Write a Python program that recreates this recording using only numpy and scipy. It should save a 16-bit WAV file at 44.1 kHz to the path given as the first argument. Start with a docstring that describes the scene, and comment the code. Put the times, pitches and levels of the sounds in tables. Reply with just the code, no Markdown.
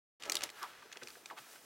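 """A work table in a small quiet room, with a roll of stiff leather pushed open close to the microphone.
The hollow coil rumples and peels apart, and its fibres crackle and snap, ringing the sheet.
The loose end swishes over, flaps and pats down, sounding the air gap as it closes on the table.
Then fingers glide over the flat hide with a fine hiss. All the rubbing is a stream of tiny slips."""
import sys
import numpy as np
from scipy import signal
from scipy.io import wavfile
from scipy.ndimage import uniform_filter1d

SR = 44100
rng = np.random.default_rng(int(sys.argv[2]) if len(sys.argv) > 2 else 0)


def dump(signal):
    """Clip the signal to [-1, 1] and save it as 16-bit WAV at the path in sys.argv[1]."""
    limited = np.clip(np.atleast_2d(signal).T, -1, 1)
    pcm = np.round(limited * 32767).astype(np.int16)
    wavfile.write(sys.argv[1], SR, pcm)


N = 72765
T = np.arange(N) / SR
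BAND_LIMIT_HZ = 15950


def amp(db):
    """Decibels to gain."""
    return 10 ** (np.asarray(db) / 20)


def unit(x):
    """Scales to rms 1."""
    return x / np.sqrt(np.mean(x ** 2) + 1e-20)


def read(points, hz):
    """Reads a table on a log-frequency axis."""
    freqs, values = np.transpose(points)
    return np.interp(np.log(hz + 1), np.log(freqs + 1), values)


def add(mix, start_s, sound):
    """Adds a sound at its time."""
    part = mix[round(start_s * SR):][:len(sound)]
    part += sound[:len(part)]


def colour(x, spectrum, size=4096):
    """Causal filter with the given spectrum."""
    log_gain = np.log(amp(read(spectrum, abs(np.fft.fftfreq(size, 1 / SR)))))
    minimum_phase = np.exp(np.conj(signal.hilbert(log_gain)))
    taps = np.fft.ifft(minimum_phase).real[:size // 2]
    return signal.fftconvolve(x, taps)[:len(x)]


def cut(x, hz, kind):
    """Second-order low-pass or high-pass."""
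    return signal.sosfilt(signal.butter(2, hz, kind, fs=SR, output="sos"), x)


def resonate(x, hz, width_hz):
    """A resonance that follows the curve hz."""
    turn = np.exp(2j * np.pi * np.cumsum(hz) / SR)
    pole = np.exp(-np.pi * width_hz / SR)
    return 2 * (turn * signal.lfilter([1 - pole], [1, -pole], x / turn)).real


def steady(x, size=256):
    """Evens out the slow level of a noise, leaving its grain."""
    return x / np.sqrt(abs(uniform_filter1d(x ** 2, size)) + 1e-20)


def friction(levels, spectrum, slips_per_s, spread_db):
    """Many tiny slips of uneven size, coloured by the surface."""
    strength = amp(spread_db * np.minimum(rng.exponential(1, N), 4))
    slips = strength * rng.choice([-1, 1], N) * (rng.random(N) < slips_per_s / SR)
    envelope = amp(np.interp(T, *np.transpose(levels)))
    return envelope * steady(colour(slips, spectrum), size=1500)


# The microphone's noise floor: freq_hz, relative_db
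HISS_SPECTRUM = [(30, -4.5), (150, 5.5), (500, 8.5), (2000, 1.5), (6000, 7.5), (16000, 4.5)]

def microphone_hiss(level_db=-70):
    """The microphone's own noise, separate in each channel."""
    return amp(level_db) * np.array([unit(colour(z, HISS_SPECTRUM)) for z in rng.standard_normal((2, N))])


# Decay of the small room: freq_hz, t60_s
ROOM_DECAY = [(100, 0.21), (1000, 0.18), (5000, 0.074), (16000, 0.24)]

def room_tail(x, size=16384):
    """A short tail of sparse reflections, starting after 4 ms."""
    taps = rng.choice([-1, 1], size) * (rng.random(size) < .1) * (T[:size] > .004)
    hz, t, bands = signal.stft(taps, SR, nperseg=256)
    decay = amp(-60 * t / read(ROOM_DECAY, hz)[:, None])
    tail = signal.istft(bands * decay, SR, nperseg=256)[1]
    return signal.fftconvolve(x, tail / np.linalg.norm(tail))[:N]


# First reflections off the table and things near the microphone: delay_s, gain
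EARLY_ECHOES = [(.0024, 0.15), (.0046, .07), (.0083, .07), (0.0136, 0.043)]
# Room tail in the stereo side signal, against the direct sound: freq_hz, gain_db
SIDE_SPECTRUM = [(40, -19), (130, -27), (300, -39), (2000, -35), (6000, -32), (14000, -32)]

def small_room(direct, tail_db=-14.5):
    """Close sound in the centre, with faint reflections and a trace of width."""
    mid = direct + amp(tail_db) * room_tail(direct)
    for delay_s, gain in EARLY_ECHOES:
        add(mid, delay_s, gain * direct)
    side = colour(room_tail(direct), SIDE_SPECTRUM)
    return np.array([mid + side, mid - side])


# Faint low knocks in the table top: start_s, level_db
TABLE_THUMPS = [(0.43, -73), (1.028, -62), (1.399, -65.5)]

def table_thumps(pitch_hz=136, rise_s=0.0057):
    """The hand's weight reaches the table and knocks it."""
    out = np.zeros(N)
    knock = T / rise_s * np.exp(1 - T / rise_s) * np.sin(2 * np.pi * pitch_hz * T)
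    for start_s, level_db in TABLE_THUMPS:
        add(out, start_s, amp(level_db) * knock)
    return out


# Low, even rub on the table: time_s, level_db
SLIDE_LEVELS = [(.2, -70), (.5, -64), (.75, -65), (.9, -68), (1.15, -64), (1.45, -64.5), (1.65, -65)]
# Its dull tone: freq_hz, relative_db
SLIDE_SPECTRUM = [(30, -27), (90, -12), (200, -2.5), (370, 0.5), (600, 0), (850, -2.5), (1400, -5),
                  (3200, -10.5), (6000, -15.5), (16000, -19)]

def hide_slide():
    """The hide slides on the table in small, even slips."""
    return friction(SLIDE_LEVELS, SLIDE_SPECTRUM, slips_per_s=11000, spread_db=1.5)


# Finger strokes near the microphone: time_s, level_db
GLIDE_LEVELS = [(.2, -97), (.5, -73.5), (.6, -60), (.7, -66), (.8, -101), (1.0, -70), (1.1, -60),
                (1.17, -61.5), (1.24, -70.5), (1.29, -62), (1.35, -82), (1.39, -58), (1.45, -63),
                (1.53, -57), (1.57, -61), (1.61, -64.5), (1.65, -62)]
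# Their bright tone: freq_hz, relative_db
GLIDE_SPECTRUM = [(500, -23), (2500, -3), (5000, 3.5), (8000, 1.5), (12000, -1), (16000, -3)]

def finger_glide():
    """Skin glides on the grain side, its dense slips merging into a fine hiss."""
    return friction(GLIDE_LEVELS, GLIDE_SPECTRUM, slips_per_s=23000, spread_db=4.0)


# Swishes across the hide: time_s, level_db
BRUSH_LEVELS = [(.2, -63.5), (.53, -63), (.58, -54.5), (.615, -57.5), (.64, -58.5), (.675, -55),
                (.76, -60.5), (.89, -67.5), (.93, -59.5), (1.0, -64.5), (1.08, -69), (1.22, -68.5),
                (1.31, -65), (1.358, -76), (1.378, -49), (1.39, -48.5), (1.40, -64), (1.45, -61.5),
                (1.53, -62.5), (1.56, -58.5), (1.6, -69)]
# Their midrange tone: freq_hz, relative_db
BRUSH_SPECTRUM = [(200, -47.5), (600, -4.5), (900, -4), (1400, 2), (2200, -3.5), (3000, -4.5), (6000, -16),
                  (10000, -21.5), (16000, -26.5)]

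def hide_brush():
    """The loose end and the hand brush across the hide."""
    return friction(BRUSH_LEVELS, BRUSH_SPECTRUM, slips_per_s=11000, spread_db=3.5)


# Leather and fingertips landing: start_s, rise_s, decay_s, level_db, pitch_hz, slide_octaves_per_s
LANDINGS = [(0.579, 0.017, 0.034, -53, 1330, 8), (.612, 0.024, 0.015, -38.5, 1136, -11.5),
            (0.817, .013, 0.0038, -51.5, 1070, 5), (.851, 0.0099, 0.0053, -57, 430, 12),
            (.957, 0.0009, 0.0072, -51, 1600, -13), (0.963, 0.003, 0.012, -52.5, 457, -7),
            (1.013, 0.0095, 0.0072, -47.5, 1580, -34), (1.020, 0.0029, 0.023, -51.5, 398, -3),
            (1.154, 0.0011, 0.005, -52, 1540, 5), (1.164, 0.0088, 0.005, -56.5, 480, 2),
            (1.299, 0.0024, 0.0086, -46, 1580, 7), (1.305, 0.0066, 0.016, -44.5, 926, -22),
            (1.319, 0.013, 0.0071, -57, 370, -11), (1.360, 0.019, .009, -50, 1230, 33)]
# The scuff in each landing: freq_hz, relative_db
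SCUFF_SPECTRUM = [(100, -46), (350, 6), (1500, -14), (3000, 2.5), (6000, -7), (16000, -28)]

def pats(scuff_db=-14):
    """Soft landings: a hollow puff whose resonance slides as the air gap closes, and a little scuff."""
    out, t = np.zeros(N), np.arange(0, .15, 1 / SR)
    for start_s, rise_s, decay_s, level_db, hz, slide in LANDINGS:
        air, rub = rng.standard_normal((2, 16384))[:, :len(t)]
        pitch = np.clip(hz * 2 ** (slide * (t - rise_s)), hz / 2, hz * 2)
        for _ in range(2):
            air = resonate(air, pitch, width_hz=0.5 * hz)
        puff = steady(cut(air, 0.48 * hz, "high"))
        scuff = amp(scuff_db) * unit(colour(rub, SCUFF_SPECTRUM))
        envelope = np.minimum(t / rise_s, 1) * np.exp(-np.maximum(t - rise_s, 0) / decay_s)
        add(out, start_s, amp(level_db) * envelope * (puff + scuff))
    return out


# The turns of the roll parting: time_s, level_db
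PEEL_LEVELS = [(.2, -62.5), (.26, -49.5), (.31, -62), (.36, -51), (.395, -55.5), (.445, -47.5), (.475, -54),
               (.52, -68), (.85, -62), (.93, -68), (1.0, -71), (1.09, -58.5), (1.2, -77)]
# Their rasp: freq_hz, relative_db
PEEL_SPECTRUM = [(200, -2), (800, 0), (1600, 3.5), (2800, 0.5), (6000, -4.5), (9000, -14), (16000, -23)]

def coil_peel():
    """The rough flesh side peels off the next turn."""
    return friction(PEEL_LEVELS, PEEL_SPECTRUM, slips_per_s=6700, spread_db=2.5)


# The coil rumpling against the table, close up: time_s, relative_db
RUMPLE_LEVELS = [(.2, -65.5), (.245, -67.5), (.265, -51), (.293, -44), (.315, -52), (.365, -49.5),
                 (.395, -61), (.42, -54), (.44, -45), (.462, -60), (.52, -78.5)]
# Its low-mid body: freq_hz, relative_db
RUMPLE_SPECTRUM = [(30, -27), (100, -31), (200, -16.5), (300, 0.5), (550, 4), (1200, -5), (2000, -8.5),
                   (5000, -28.5), (16000, -26)]
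# Resonances of the coil: pitch_hz, width_hz, gain_db
COIL_MODES = [(321, 45, 3), (605, 42, 3.5), (927, 70, 0), (1310, 60, 9)]

def coil_rumple(gain_db=-4):
    """Coarse slips ring the hollow coil."""
    slips = friction(RUMPLE_LEVELS, RUMPLE_SPECTRUM, slips_per_s=1300, spread_db=1.5)
    hollow = sum(amp(db) * resonate(slips, np.full(N, hz), width) for hz, width, db in COIL_MODES)
    return amp(gain_db) * (slips + hollow)


# Echoes inside the coil and off the table: delay_s, gain
COIL_ECHOES = [(.0009, 0.13), (.0021, 0.16)]

def sheet_ring(t, hz, rise_s, decay_cycles=2.6):
    """The stiff sheet rings for a few cycles, with quick echoes."""
    def ring(age):
        envelope = (1 - np.exp(-age / rise_s)) * np.exp(-age * hz / decay_cycles)
        return envelope * np.sin(2 * np.pi * hz * age)
    echoes = sum(gain * ring(np.maximum(t - delay_s, 0)) for delay_s, gain in COIL_ECHOES)
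    return unit(ring(t) + echoes)


# Tearing fibres at close range: freq_hz, relative_db
CRACK_SPECTRUM = [(200, -29), (700, -9), (1800, -2), (4000, 1), (7000, 0), (10000, -3.5), (16000, -8)]

def fibre_crack(t, hz, rise_s, decay_s=0.0027, spread_db=3.5):
    """A burst of uneven tearing that holds briefly, then stops; low snaps are duller."""
    fibres, strength = rng.standard_normal((2, 4096))[:, :len(t)]
    envelope = (1 - np.exp(-t / rise_s)) * np.exp(-(t / decay_s) ** 1.34)
    burst = fibres * amp(spread_db * np.clip(strength, -2, 2)) * envelope
    top_hz = min(2.54 * hz, BAND_LIMIT_HZ)
    return unit(cut(colour(burst, CRACK_SPECTRUM), top_hz, "low"))


# Snaps right by the microphone: start_s, relative_db, pitch_hz, crack_over_ring_db
FIBRE_SNAPS = [(0.2233, -45.5, 3060, -1), (.2354, -41.5, 2660, -0.5), (.2548, -51, 2660, 4),
               (.2976, -32, 5900, -3.5), (0.2973, -37, 2380, 3), (0.3195, -40.5, 6800, 6),
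               (0.3207, -31.5, 4370, 1.5), (0.3313, -52, 2700, 9), (.3440, -47.5, 3720, 7),
               (0.3536, -36, 7140, 5), (.3546, -34.5, 4470, -4), (0.3682, -33.5, 3740, -1.5),
               (0.3701, -37.5, 3520, -5), (0.3888, -53, 3180, 5), (.4077, -43, 2570, 0.5),
               (.4200, -47, 2650, 6), (.4300, -49, 3370, 4), (0.435, -37.5, 6200, 3.5),
               (.4370, -38, 5200, 5.5), (0.4911, -50.5, 2030, 3), (.5010, -50.5, 4570, 3),
               (.6288, -45.5, 5310, 2.5), (0.917, -51.5, 1770, -0.5), (0.9263, -49, 6490, -9.5),
               (.9268, -50, 3600, -7), (0.9293, -49, 2600, 0.5), (0.971, -51, 1930, 7),
               (1.0295, -52, 2460, 1.5), (1.0336, -50.5, 3600, 6), (1.0730, -44.5, 2530, -1.5),
               (1.084, -53, 4570, 3), (1.1040, -52.5, 4620, -3), (1.2581, -45.5, 2610, 2.5),
               (1.2609, -55, 6300, -1.5)]

def fibre_snaps(gain_db=-7, rise_s=0.00027):
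    """Fibres let go, each with a crack and a ring in the sheet."""
    out, t = np.zeros(N), np.arange(0, 0.014, 1 / SR)
    for start_s, db, hz, crack_db in FIBRE_SNAPS:
        snap = sheet_ring(t, hz, rise_s) + amp(crack_db) * fibre_crack(t, hz, rise_s)
        add(out, start_s, amp(db) * snap)
    return amp(gain_db) * out


def scene():
    """Leather and hand on the table, just in front of the microphone."""
    rubbing = coil_rumple() + coil_peel() + hide_brush() + hide_slide() + finger_glide()
    return small_room(rubbing + fibre_snaps() + pats() + table_thumps())


def record(dry):
    """The microphone's bass roll-off and faint hiss, a quick fade-in from silence, and the band limit."""
    heard = cut(dry, hz=55, kind="high") + microphone_hiss()
    fade_in = np.clip((T - .198) / .002, 0, 1)
    band_limit = signal.firwin(511, BAND_LIMIT_HZ, window=("kaiser", 9), fs=SR)
    return signal.oaconvolve(heard * fade_in, band_limit[None], "same")


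dry = scene()
out = record(dry)
dump(out)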